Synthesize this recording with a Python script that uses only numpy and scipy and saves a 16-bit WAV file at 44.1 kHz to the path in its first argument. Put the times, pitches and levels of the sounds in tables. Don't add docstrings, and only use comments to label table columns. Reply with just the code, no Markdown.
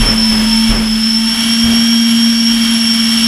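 import sys
import numpy as np
from scipy import signal
from scipy.fft import rfft, irfft, next_fast_len
from scipy.io import wavfile
from scipy.ndimage import uniform_filter1d, map_coordinates

SR = 44100
rng = np.random.default_rng(int(sys.argv[2]) if len(sys.argv) > 2 else 0)


def unload_audio(sound):
    columns = np.transpose(np.atleast_2d(sound))
    steps = np.round(np.clip(columns, -1, 1) * 32767)
    wavfile.write(sys.argv[1], SR, steps.astype(np.int16))


def gain_from_db(level_db):
    decades = np.asarray(level_db, float) / 20
    return 10 ** decades


N = 144207
T = np.arange(N) / SR

# time in seconds, pitch in Hz, level in dB.
WHISTLE = [(0, 1000, -46), (.17, 985, -41), (.26, 972, -32), (.36, 950, -41), (.47, 925, -32),
           (.58, 912, -31.5), (.7, 895, -40), (1.0, 880, -46), (1.2, 895, -38), (1.42, 910, -38),
           (1.5, 915, -60)]
# start in seconds, thump level in dB, thump pitch in Hz,
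# time for the thump to fall 60 dB in seconds, level of the rolling echoes in dB.
POPS = [
    (.005, -11, 38.9, 0.73, -17),
    (0.301, -23, 40.16, 2.4, -22),
    (0.692, -13, 39.6, 0.84, -18.5),
    (1.64, -20.5, 71, 0.32, -24),
]
# frequency in Hz, level in dB.
ROLL_COLOUR = [(40, -6), (120, -2.5), (300, -7), (700, -12), (1700, -13.5), (2600, -14.5), (4000, -45)]
# time in seconds, blades passing per second in Hz.
BLADE_SPEED = [(0, 5443), (.1, 5333), (.25, 5330), (.39, 5234), (.55, 5337), (.67, 5390), (.78, 5320),
               (.9, 5255), (1.05, 5330), (1.25, 5406), (1.42, 5468), (1.7, 5513), (2.0, 5528), (2.3, 5515),
               (2.6, 5502), (2.9, 5462), (3.27, 5450)]
# time in seconds, level in dB.
HUM = [(0.0, -10), (0.07, -33), (0.12, -15.5), (0.19, -13.5), (0.71, -11), (0.76, -19.5), (0.79, -13.5),
       (1.26, -15), (1.35, -18), (1.64, -11.5), (2.26, -10.5), (2.49, -12.5), (2.72, -12.5), (2.82, -14.5),
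       (3.24, -13), (3.27, -14)]
# time in seconds, air flow level in dB, blade whine level in dB.
FLOW = [(0.0, -29.5, -20.5), (0.11, -32, -13), (0.16, -33.5, -21.5), (0.21, -32, -13), (0.45, -31, -21.5),
        (0.49, -31, -15), (0.7, -30.5, -19.5), (0.79, -35.5, -16), (0.81, -34, -21), (1.14, -33, -15),
        (1.17, -33.5, -18.5), (1.41, -29.5, -18.5), (2.04, -31.5, -16), (2.07, -30.5, -21.5),
        (2.42, -32, -15), (2.73, -29.5, -23), (2.79, -30.5, -16.5), (3.27, -29, -15)]
# multiple of the shaft speed, level over the air flow at full
# speed in dB, level change in dB per Hz of shaft speed (its sign is ignored).
UNEVEN = [(3, -13.5, 0.8), (7, -11, -2.5), (10, -5.5, 0.4), (11, -27, 5), (12, -2, .2), (13, 0, 0.5),
          (14, 6.5, 1.2), (17, -14.5, 1), (18, -12.5, 0.5), (20, -7, .5), (21, -16, 1.1), (22, -10, .6),
          (26, -29, 5), (28, -22, -2), (30, -15, 1), (31, -16, 0), (34, -20, .3), (38, -19, 1),
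          (41, -18, 2)]
# frequency in Hz, level of each 1 Hz slice in dB.
AIR_COLOUR = [(35, -66), (60, -25), (170, -18), (230, -8), (384, -31.5), (3240, -19), (4810, -32.5),
              (5530, -27), (15300, -44)]
# frequency in Hz, width in Hz, boost in dB.
DUCT = [(1660, 580, 3), (2125, 63, -8.5), (2230, 120, 4.5), (3256, 166, 8.5), (4150, 90, 1.5),
        (4575, 140, 10), (4820, 150, -13), (2533, 126, -6.5), (5250, 350, 14.5), (7790, 230, 8.5),
        (8740, 180, 5.5), (10850, 670, 12.5), (12500, 480, 1), (13400, 400, 9)]


def unit(x):
    return x / np.sqrt(np.mean(abs(x) ** 2) + 1e-20)


def along(points, hz):
    f, value = np.transpose(points)
    return np.interp(np.log(hz + 1), np.log(f + 1), value)


def curves(rows, smooth_s=0.01):
    times, *columns = np.transpose(rows)
    size = int(smooth_s * SR) + 1
    return [uniform_filter1d(np.interp(T, times, c), size, mode="nearest") for c in columns]


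def noise(gain):
    m = next_fast_len(N + 8192)
    spectrum = rfft(rng.standard_normal(m)) * gain(np.fft.rfftfreq(m, 1 / SR))
    return unit(irfft(spectrum, m)[:N])


def wobble(rate):
    return map_coordinates(rng.standard_normal(int(N * rate / SR) + 4), [T * rate])


def flutter(hz):
    low = lambda f: (1 + (f / hz) ** 2) ** -.68
    return (noise(low) + 1j * noise(low)) / np.sqrt(2)


def far_whistle():
    hz, db = curves(WHISTLE)
    phase = 2 * np.pi * np.cumsum(hz) / SR + .7 * wobble(20)
    return gain_from_db(db + 1.5 * wobble(14)) * np.sqrt(2) * np.sin(phase)


def far_rumble():
    return gain_from_db(-41.5 + 1.8 * wobble(3.75)) * noise(lambda f: f / (12 + abs(f - 40) ** 2))


def pop_thump(t, db, hz, t60):
    twin_hz, twin_share = hz - 4.2, 0.27
    slap_db, slap_hz, slap_t60 = -3, 115, 0.14
    tones = np.sin(2 * np.pi * hz * t) + twin_share * np.sin(2 * np.pi * twin_hz * t)
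    ring = gain_from_db(db - 60 * t / t60) * (1 - np.exp(-t / 0.002)) * tones
    slap = gain_from_db(db + slap_db - 60 * t / slap_t60) * np.sin(2 * np.pi * slap_hz * t)
    return np.sqrt(2) * (ring + slap)


def pop_roll(t, db):
    rise_s, hold_s, t60 = 0.0081, .1, 1
    fall_db = -25 * t - 60 * np.maximum(t - hold_s, 0) / t60
    shape = (1 - np.exp(-t / rise_s)) * gain_from_db(fall_db)
    return gain_from_db(db + 1.2 * wobble(45)) * shape * noise(lambda f: gain_from_db(along(ROLL_COLOUR, f)))


def burner_pops():
    out = np.zeros(N)
    for start, thump_db, hz, t60, roll_db in POPS:
        t = np.maximum(T - start, 0)
        out += pop_thump(t, thump_db, hz, t60) + pop_roll(t, roll_db)
    return out


def duct_roar(turn):
    def gain(f):
        db = along(AIR_COLOUR, f)
        for hz, width, boost_db in DUCT:
            db = db + boost_db / (1 + ((f - hz) / width) ** 2)
        return gain_from_db(db)

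    chop = 1 + 0.13 * np.sin(turn)
    return noise(gain) * chop * gain_from_db(11 + 0.4 * wobble(5) + .4 * wobble(20))


def shaft_hum(turn):
    level = gain_from_db(curves(HUM)[0] + 0.61 * wobble(18))
    return level * np.sqrt(2) * np.sin(turn + 0.073 * wobble(25.2))


def uneven_blades(turn, shaft_hz):
    full_hz = 229
    out = np.zeros(N)
    for multiple, db, grow in UNEVEN:
        level = gain_from_db(db + abs(grow) * (shaft_hz - full_hz) + 2.1 * wobble(14))
        out += level * np.sin(multiple * turn + rng.uniform(0, 7.57) + .5 * wobble(12))
    return out


def blade_tone(blade_turn, k):
    steady, flutter_hz, skirt_hz, skirt_db = 0.87, 19, 83, -4
    core = steady + (1 - steady ** 2) ** .5 * flutter(k * flutter_hz)
    fade = unit(core + gain_from_db(skirt_db) * flutter(k * skirt_hz))
    return np.real(fade * np.exp(1j * k * blade_turn))


def engine():
    blades = 24
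    shaft_hz = curves(BLADE_SPEED, smooth_s=0.0607)[0] / blades
    turn = 2 * np.pi * np.cumsum(shaft_hz) / SR
    flow_db, whine_db = curves(FLOW)
    whine = gain_from_db(whine_db) * blade_tone(blades * turn, 1)
    octave = gain_from_db(1) * blade_tone(blades * turn, 2)
    flow_tones = gain_from_db(flow_db) * (uneven_blades(turn, shaft_hz) + octave)
    roar = gain_from_db(flow_db) * duct_roar(turn)
    return shaft_hum(turn) + np.sqrt(2) * (flow_tones + whine) + roar


def scene():
    return (far_whistle() + far_rumble() + burner_pops() + engine())[None]


def roll_off(x):
    return signal.sosfilt(signal.butter(12, 15490, fs=SR, output="sos"), x)


def record(dry):
    clip_top, top_hz = 1.07, 15170
    clipped = dry / (1 + abs(dry / clip_top) ** 6) ** (1 / 6)
    keep = np.clip((top_hz - np.fft.rfftfreq(N, 1 / SR)) / 120 + 1, 0, 1)
    mix = irfft(rfft(clipped) * keep, N)
    return roll_off(mix)


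dry = scene()
out = record(dry)
unload_audio(out)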